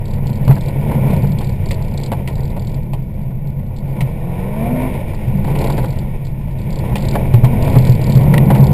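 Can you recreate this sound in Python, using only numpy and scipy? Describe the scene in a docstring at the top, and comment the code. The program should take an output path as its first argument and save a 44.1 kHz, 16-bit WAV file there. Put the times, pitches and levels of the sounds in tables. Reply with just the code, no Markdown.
"""Inside a rally car on a rough, snowy track, heard by a small dashboard camera.
The revs climb early on, sink by 3 s, then surge near 5 s and 8 s: lines locked to the crank give the engine
note and gear whine. Filtered noise gives the booming body shell, tyre roar and slush throughout, and bouts
of ticks a loose fitting. Ruts set the cabin air ringing; stones ring the floor pan, thickest near 5.6 s,
with a clean snap at 8.4 s. Coarse sampling adds a glassy fizz, and overloading peaks are clipped."""
import sys
import numpy as np
from scipy import signal
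from scipy.fft import rfft, irfft, next_fast_len
from scipy.io import wavfile
from scipy.ndimage import uniform_filter1d

SR = 44100
rng = np.random.default_rng(int(sys.argv[2]) if len(sys.argv) > 2 else 0)


def store_wav(level_fs):
    """Save 16-bit WAV to argv[1]."""
    pcm = np.round(np.clip(np.atleast_2d(level_fs), -1, 1) * 32767)
    wavfile.write(sys.argv[1], SR, pcm.T.astype(np.int16))


N = 384993
TIME = np.arange(N) / SR

# Engine speed. Each row: time in seconds, firing rate in Hz (two firings a turn of the crank).
FIRING_RATE = [(0, 191), (.35, 189.6), (.6, 176.3), (.9, 218.7), (1.1, 237.2), (1.35, 179.3), (1.8, 174.2),
               (2.3, 150.9), (3.1, 131), (3.9, 135.2), (4.4, 184.1), (4.75, 246), (4.87, 255.8),
               (5.2, 211.5), (5.75, 170.9), (6.3, 156.9), (6.75, 175.4), (7.15, 219.8), (7.37, 210.4),
               (7.75, 268.5), (7.9, 230.7), (8.2, 207.2), (8.45, 212.4), (8.73, 200)]
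# The ground under the wheels, against an average stretch.
# Each row: time in seconds, bumpiness in dB, loose gravel in dB, slush in dB.
GROUND = [(0, -9.5, -4.5, -4), (.22, 1, -2.5, -3), (.65, -0.5, 1.5, 2), (1.3, 4, 0.5, 0.5),
          (1.55, -2.5, -1, 1.5), (2.5, 0, 4, 0.5), (3.2, -1.5, -1.5, -3), (3.75, -2, 1, -4),
          (4.03, 0.5, 5.5, 4), (4.25, -5, -5, 0), (4.75, -5.5, -5, -0.5), (5.22, -11, -5, 0),
          (5.35, 1, -1.5, 0.5), (5.62, 2.5, 10.5, 8), (5.83, 2.5, 5, 2.5), (5.95, -3, 0, 0),
          (6.4, -3.5, -5.5, -2), (6.8, -1.5, 0.5, 1), (7.25, -1.5, -0.5, 1), (7.65, -0.5, -0.5, 2.5),
          (8.05, 0, 1, 3), (8.22, 9, 5.5, 3.5), (8.73, 8, 7.5, 1)]

CRUISE_HZ = 200  # firing rate at which the levels below hold
ENGINE_DB, ENGINE_DB_PER_OCTAVE = -34, 10  # firing note when coasting; gain with revs
BOOM_DB_PER_OCTAVE = 8.5  # growth of bump noise with revs
WHEELSPIN_SHARE = 0.1  # how much of a throttle pull, in dB, the tyres add to their roar and spray
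CLATTER_S = 0.01  # decay time of a stone's contacts with the pan


def amp(db):
    """Converts decibels to an amplitude ratio."""
    return 10 ** (np.asarray(db) / 20)


def evened(x):
    """Scales a signal to unit root-mean-square level."""
    return x / np.sqrt(np.mean(x ** 2) + 1e-20)


def read(points, hz):
    """A spectrum's gain at any frequency: decibels interpolated over log frequency."""
    f, db = np.transpose(points)
    return amp(np.interp(np.log(hz + 1), np.log(f + 1), db))


def curve(rows, axis=1):
    """One column of a table, interpolated linearly for every sample."""
    rows = np.asarray(rows)
    return np.interp(TIME, rows[:, 0], rows[:, axis])


def add(mix, s, sound):
    """Superposes a sound on the mix at time s."""
    part = mix[max(round(s * SR), 0):][:len(sound)]
    part += sound[:len(part)]


def colour(x, spectrum):
    """Filters a long sound by multiplying its spectrum, then sets unit level."""
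    size = next_fast_len(N)
    gain = read(spectrum, np.fft.rfftfreq(size, 1 / SR))
    return evened(irfft(rfft(x, size) * gain, size)[:N])


def response(spectrum, size=1024):
    """Minimum-phase impulse response: the Hilbert transform of log gain supplies the phase."""
    log_gain = np.log(read(spectrum, abs(np.fft.fftfreq(size, 1 / SR))))
    return np.fft.ifft(np.exp(np.conj(signal.hilbert(log_gain)))).real


def wander(hz):
    """Slow random modulation: straight lines between chance values, hz of them a second."""
    knots = rng.standard_normal(8192)
    return evened(np.interp(TIME * hz, np.arange(len(knots)), knots))


def steadied(x, size=4000):
    """Divides a noise by its running level, evening slow swells but keeping quick flutter."""
    power = uniform_filter1d(uniform_filter1d(x ** 2, size), size // 2)
    return x / np.sqrt(power + 1e-12)


def grit(per_s, spread_db):
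    """Shot noise: random tiny impacts, a few of them large."""
    sizes = amp(spread_db * np.minimum(rng.exponential(1, N), 4))
    return evened(sizes * rng.standard_normal(N) * (rng.random(N) < per_s / SR))


def octaves():
    """Speed as a ratio: how far the revs stand above cruising, in octaves."""
    return np.log2(curve(FIRING_RATE) / CRUISE_HZ)


def throttle():
    """Driving force: how many dB the open throttle adds, as the pedal sinks gradually and lifts at once."""
    # Each row: start in seconds, length in seconds, rise of the firing note in dB.
    pulls = [(0.787, 0.41, 5), (4.094, .77, 11.5), (6.65, .55, 5), (7.36, 0.398, 8.5), (8.207, .45, 8)]
    down_s, up_s = 0.15, .025
    total = 0
    for s, length, db in pulls:
        pressing = (TIME - s) / down_s
        lifting = (s + length - TIME) / up_s + 1
        total = total + db * np.clip(np.minimum(pressing, lifting), 0, 1)
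    return total


def load():
    """Source strength of the firing note in dB: it grows with the revs and the throttle."""
    return ENGINE_DB + ENGINE_DB_PER_OCTAVE * octaves() + throttle()


def tyre_level():
    """Source strength of the tyre roar in dB: it grows with wheel speed, wheelspin and loose gravel."""
    level_db, db_per_octave = -30, 17
    return level_db + db_per_octave * octaves() + WHEELSPIN_SHARE * throttle() + curve(GROUND, axis=2)


def body(cabin_hz=133, uneven_db=0.65):
    """Forced vibration and resonance: the track shakes chassis and panels, and the cabin air rings sharply."""
    # Chassis shake and panel boom. Each row: frequency in Hz, relative gain in dB.
    shake_spectrum = [(10, -5.5), (21, 6.5), (28, 1.5), (38, -2), (55, -3.5), (72, -10.5), (88, -1.5),
                      (110, -6.5), (160, -46), (400, -65)]
    boom_spectrum = [(50, -17), (85, -3), (112, -5), (130, 2), (150, 2), (172, -6.5), (195, -1), (215, -5),
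                     (240, -14.5), (290, -30), (600, -69.5)]
    # Swells in the track that heave the chassis. Each row: time in seconds, change of shake in dB.
    heave = [(0, 2), (.45, 2), (1.1, -2.5), (1.7, 4), (2.1, -3), (2.4, 1.5), (3.3, -2.5), (4.8, -1.5),
             (5.6, 3.5), (6.4, -2), (7.7, 6), (8.5, -1.5)]
    shake_db, boom_db = -21.5, -17  # boom on average ground at cruise revs
    shake = steadied(colour(rng.standard_normal(N), shake_spectrum), size=6000)
    panels, air = (colour(rng.standard_normal(N), boom_spectrum) for _ in range(2))
    air = signal.lfilter(*signal.iirpeak(cabin_hz, 15, SR), air)
    boom = steadied(panels + steadied(air, size=8000))
    bumps_db = curve(GROUND, axis=1) + uneven_db * wander(12)
    return (shake * amp(shake_db + curve(heave))
            + boom * amp(boom_db + BOOM_DB_PER_OCTAVE * octaves() + bumps_db))


def wheels(crank, throb=0.031, lumpy_db=1.0, patchy_db=1.2):
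    """Shot noise of tyre roar and slush on the arches, patch by patch, amplitude-modulated by each firing."""
    # Tyre roar and slush spray. Each row: frequency in Hz, relative gain in dB.
    roar_spectrum = [(130, -37), (240, -0.5), (330, 3.5), (420, 1.5), (520, 4), (650, -2), (770, -6),
                     (860, -3.5), (980, -4.5), (1100, -16), (1240, -29), (1470, -17.5), (1620, -43),
                     (2000, -18), (5000, -47)]
    spray_spectrum = [(700, -18), (1250, -22), (1480, -10), (1620, -17), (1850, -2), (2030, -7.5),
                      (2270, 2), (2600, -7.5), (3100, -13.5), (3700, -15), (4300, -25.5), (5200, -21),
                      (6000, -32.5)]
    spray_level_db, spray_db_per_octave = -44, 12.5  # on average ground at cruise revs
    pulsing = (1 + throb * np.cos(4 * np.pi * crank)) * amp(lumpy_db * wander(60))
    roar = steadied(colour(grit(4000, 0.88) * pulsing, roar_spectrum))
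    spray = steadied(colour(grit(12000, 0.58) * pulsing, spray_spectrum))
    spray_db = spray_level_db + spray_db_per_octave * octaves()
    spray_db += WHEELSPIN_SHARE * throttle() + curve(GROUND, axis=3)
    return (roar * amp(tyre_level()) + spray * amp(spray_db)) * amp(patchy_db * wander(20))


def tick(tone, rise=0.0013, bounce_db=-9, late_db=-16, tail_db=-20, tail=0.03):
    """Repeated impact: a small hard part lands with a short tick, then two weaker bounces at uneven gaps."""
    t = np.arange(1500) / SR
    starts = np.cumsum([0, rng.uniform(0.0036, 0.0065), rng.uniform(0.0055, 0.0214)])
    age = np.maximum(t - starts[:, None], 0) / rise
    contact = amp([0, bounce_db, late_db]) @ (age * np.exp(1 - age))
    contact += amp(tail_db) * np.exp(-t / tail)
    sound = signal.fftconvolve(contact * rng.standard_normal(len(t)), tone)
    return sound / abs(sound).max()


def rattle(level_db=9.5, count=16):
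    """Chattering contact: the loose fitting hops nearly evenly in bouts; stray ticks are louder over bumps."""
    # Tone of the fitting. Each row: frequency in Hz, relative gain in dB.
    fitting = [(1500, -17), (2700, -10), (3300, -2.5), (3800, -1.5), (4200, 1.5), (4800, 0.5), (5300, -10),
               (6000, -15)]
    # Bouts of chatter. Each row: start in seconds, length in seconds, level in dB before level_db is added.
    bouts = [(0.055, .11, -44), (0.269, .1, -41), (0.449, .24, -41), (1.081, .26, -46), (1.386, .16, -39.5),
             (1.659, .09, -34), (1.823, .14, -41.5), (1.975, .1, -36), (2.274, .23, -40.5),
             (2.595, .15, -41), (3.472, .05, -52.5), (3.763, .03, -42), (5.147, .01, -45),
             (5.444, .07, -44), (5.588, .16, -33.5), (5.77, .22, -41.5), (6.25, .04, -40.5),
             (6.586, .06, -44.5), (6.705, .09, -38), (6.957, .2, -35), (7.624, .34, -36),
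             (8.014, .17, -35.5), (8.579, .11, -35.5)]
    gap_s, jitter, spread_db = .0265, .13, 3.5  # pace of the hops; spread of log gap and of strength
    strays_per_s, stray_db = 8.7, -41.5  # level on average ground at cruise revs
    out, tone = np.zeros(N), response(fitting)
    for start, length, db in bouts:
        ticks = [tick(tone) for _ in range(count)]
        age = 0
        for sound, (timing, strength) in zip(ticks, rng.standard_normal((count, 2))):
            if age <= length:
                add(out, start + age, amp(db + level_db + spread_db * strength) * sound)
            age += gap_s * np.exp(jitter * timing)
    bumps_db = curve(GROUND, axis=1) + BOOM_DB_PER_OCTAVE * octaves()
    for at in rng.integers(0, N, round(strays_per_s * N / SR)):
        add(out, at / SR, amp(stray_db + bumps_db[at]) * tick(tone))
    return out


def strike(knock_db, crack_db, length, scatter=0.55, spot_db=2.3, rise_share=0.14):
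    """Modal excitation: a stone strikes its own spot and clatters on; the pan rings low under a bright crack."""
    # Ring of the floor pan. Each row: frequency in Hz, relative level in dB, 60 dB decay time in seconds.
    pan = [(303, 5.5, 0.043), (433, -9, 0.022), (580, 8.5, 0.047), (693, 8, 0.051), (846, 13, 0.027),
           (890, 5.5, 0.012), (953, 1, 0.087), (1340, -10, 0.025), (1504, 11.5, 0.0033),
           (1930, 7.5, 0.0082)]
    # Crack of the contact. Each row: frequency in Hz, relative gain in dB.
    crack_spectrum = [(700, -19.5), (1300, -3), (1600, -9), (1900, 5), (2500, 0.5), (3300, -6),
                      (4000, -8.5), (5200, -17), (6000, -15.5)]
    t = np.arange(4096) / SR
    ring = 0
    for hz, db, t60 in pan:
        # the spot struck alters the strength of each mode
        decay = amp(db + spot_db * rng.standard_normal() - 60 * t / t60)
        ring = ring + decay * np.sin(2 * np.pi * hz * t)
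    contacts = scatter * rng.standard_normal(len(t)) * (rng.random(len(t)) < 3000 / SR)
    contacts[0] = 1
    age = t / length
    contacts *= np.exp(-age) * (1 - .5 * np.exp(-age / rise_share))
    knock, crack = (signal.fftconvolve(contacts, tone)[:len(t)] for tone in (ring, response(crack_spectrum)))
    return amp(knock_db) * knock / abs(knock).max() + amp(crack_db) * crack / abs(crack).max()


def pebbles(spread_db=5.5, per_s=7, peak_knock_db=4.5, peak_crack_db=-8):
    """Random impacts: small stones fly up by chance, with peaks set against the tyre roar."""
    out, roar_db = np.zeros(N), tyre_level()
    draws = rng.random((200, 3))
    for when, low, high in draws[:round(per_s * N / SR)]:
        knock_db, crack_db = roar_db[int(when * N)] + spread_db * (2 * np.array([low, high]) - 1)
        add(out, when * N / SR, strike(knock_db + peak_knock_db, crack_db + peak_crack_db, CLATTER_S))
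    return out


def ruts(cabin_hz=131, t60=0.26, rise=0.0011, level_db=2):
    """Impulse response of a damped resonator: a jolt sets the cabin booming and dying away."""
    # Jolts to the suspension. Each row: time in seconds, level in dB before level_db is added.
    jolts = [(0.476, -6), (.493, -0.5), (1.096, -15), (4.021, -9), (5.278, -8.5), (6.915, -8), (7.339, 2),
             (7.435, 1.5), (7.764, 1), (7.893, -0.5), (8.155, -2), (8.28, -7.5), (8.594, -0.5)]
    out, t = np.zeros(N), np.arange(SR // 3) / SR
    for s, db in jolts:
        swing = np.sin(2 * np.pi * cabin_hz * (1 + 0.042 * rng.standard_normal()) * t)
        add(out, s, amp(db + level_db - 60 * t / t60) * (1 - np.exp(-t / rise)) * swing)
    return out


def stones(knock_db=-1, crack_db=12):
    """Impact on a plate: big stones clatter on the floor pan, and one snaps cleanly with hardly any clatter."""
    # Each row: time in seconds, knock in dB and crack in dB, before knock_db and crack_db are added.
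    hits = [(.479, -6.5, -24), (.51, -8.5, -33), (.565, -14.5, -41), (.913, -12, -44), (1.103, -17, -29.5),
            (1.409, -14, -34), (1.709, -13.5, -22.5), (2.118, -8, -27), (2.276, -18, -26),
            (2.565, -16, -35), (2.933, -17.5, -30.5), (4.007, -18, -23), (4.639, -23, -44),
            (5.445, -14.5, -37), (5.482, -14.5, -44), (5.554, -13.5, -28), (5.643, -11.5, -29),
            (5.699, -10.5, -31), (5.779, -11, -32), (5.841, -10, -32), (6.956, -11.5, -20),
            (7.153, -4.5, -33), (7.339, -10.5, -21.5), (7.444, -7, -22), (7.678, -7, -29), (7.74, -17, -33),
            (8.21, -14, -29), (8.312, -17, -43), (8.338, -2, -44), (8.503, -2.5, -28), (8.548, -20, -24)]
    out = np.zeros(N)
    for s, low_db, high_db in hits:
        add(out, s, strike(low_db + knock_db, high_db + crack_db, CLATTER_S))
    add(out, 8.38, strike(-10 + knock_db, -12.5 + crack_db, length=0.0029))  # the clean snap
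    return out


def order(crank, crank_hz, multiple, rough):
    """A harmonic locked to the crank, heard through the bulkhead; higher ones fade and jitter more."""
    # Path from the engine into the cabin. Each row: frequency in Hz, gain in dB.
    bulkhead = [(130, 0), (260, 0), (295, -4), (340, 2), (390, -6), (450, -2), (560, -4), (645, 3),
                (720, -5), (800, -7), (920, -2), (1080, -9), (1240, -24), (1480, -16), (1620, -24),
                (2250, -7), (3000, -18)]
    unsteady = min(multiple / 5, 1)
    cycles = multiple * crank + rng.random() + .09 * unsteady * wander(45)
    tone = np.cos(2 * np.pi * cycles)
    fading = evened(amp(3.5 * unsteady * wander(9)) * (1 + rough * wander(60)))
    return read(bulkhead, crank_hz * multiple) * fading * tone


def gearbox(crank, rough=0.8, level_db=-46, db_per_octave=14, load_share=.5):
    """Gear-mesh tones locked to the crank whine louder the faster they turn and the harder they are driven."""
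    # Each row: multiple of the crank rate, relative level in dB.
    meshes = [(2.32, -4), (3.35, -4), (4.65, 0), (5.35, 1), (7.33, 1), (8.57, -3), (10.8, -3)]
    crank_hz = curve(FIRING_RATE) / 2
    whine = sum(amp(db) * order(crank, crank_hz, k, rough) for k, db in meshes)
    return whine * amp(level_db + db_per_octave * octaves() + load_share * (load() - ENGINE_DB))


def engine(crank):
    """Harmonic series of crank orders, fluttering with uneven firing; resonance makes the cabin drone at low revs."""
    # Strength of the crank orders. Each row: multiple of the crank rate, relative level in dB.
    strengths = [(1, -14), (1.5, -15), (2, 0), (2.5, -20), (3, -18), (3.5, -21), (4, -11), (4.5, -19),
                 (5, -10), (5.5, -21), (6, -12), (6.5, -21), (8, -16), (22, -24)]
    drone_db, drone_hz, drone_width_hz = -22.5, 141, 13.5  # air resonance: gain, firing rate, half-width
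    firing_hz = curve(FIRING_RATE)
    multiples, dbs = np.transpose(strengths)
    half_orders = np.arange(2, 45) / 2
    note = sum(amp(np.interp(k, multiples, dbs)) * order(crank, firing_hz / 2, k, .25) for k in half_orders)
    resonance = 1 / (1 + ((firing_hz - drone_hz) / drone_width_hz) ** 2)
    drone = order(crank, firing_hz / 2, 2, .25) * resonance
    return amp(load()) * evened(note) + amp(drone_db) * drone


def scene():
    """Superposition of all sources at the dashboard; wheel slip makes the revs waver."""
    crank = np.cumsum(curve(FIRING_RATE) / 2 * (1 + .004 * wander(25))) / SR  # turns
    background = body() + wheels(crank) + rattle()
    impacts = pebbles() + ruts() + stones()
    return (background + impacts + gearbox(crank) + engine(crank))[None]


def record(dry):
    """Sample and hold: at 12 kHz, with clipping, holding each sample mirrors the sound into the treble."""
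    coarse = np.clip(signal.resample_poly(dry, 40, 147, axis=1), -1, 1)
    held = np.repeat(coarse, 4, axis=1)  # now at 48 kHz
    held = signal.resample_poly(held, 147, 160, axis=1)[:, :N]
    lowpass = signal.firwin(255, 15300, window=("kaiser", 8), fs=SR)  # cutoff in Hz
    return signal.oaconvolve(held, lowpass[None], "same")


dry = scene()
out = record(dry)
store_wav(out)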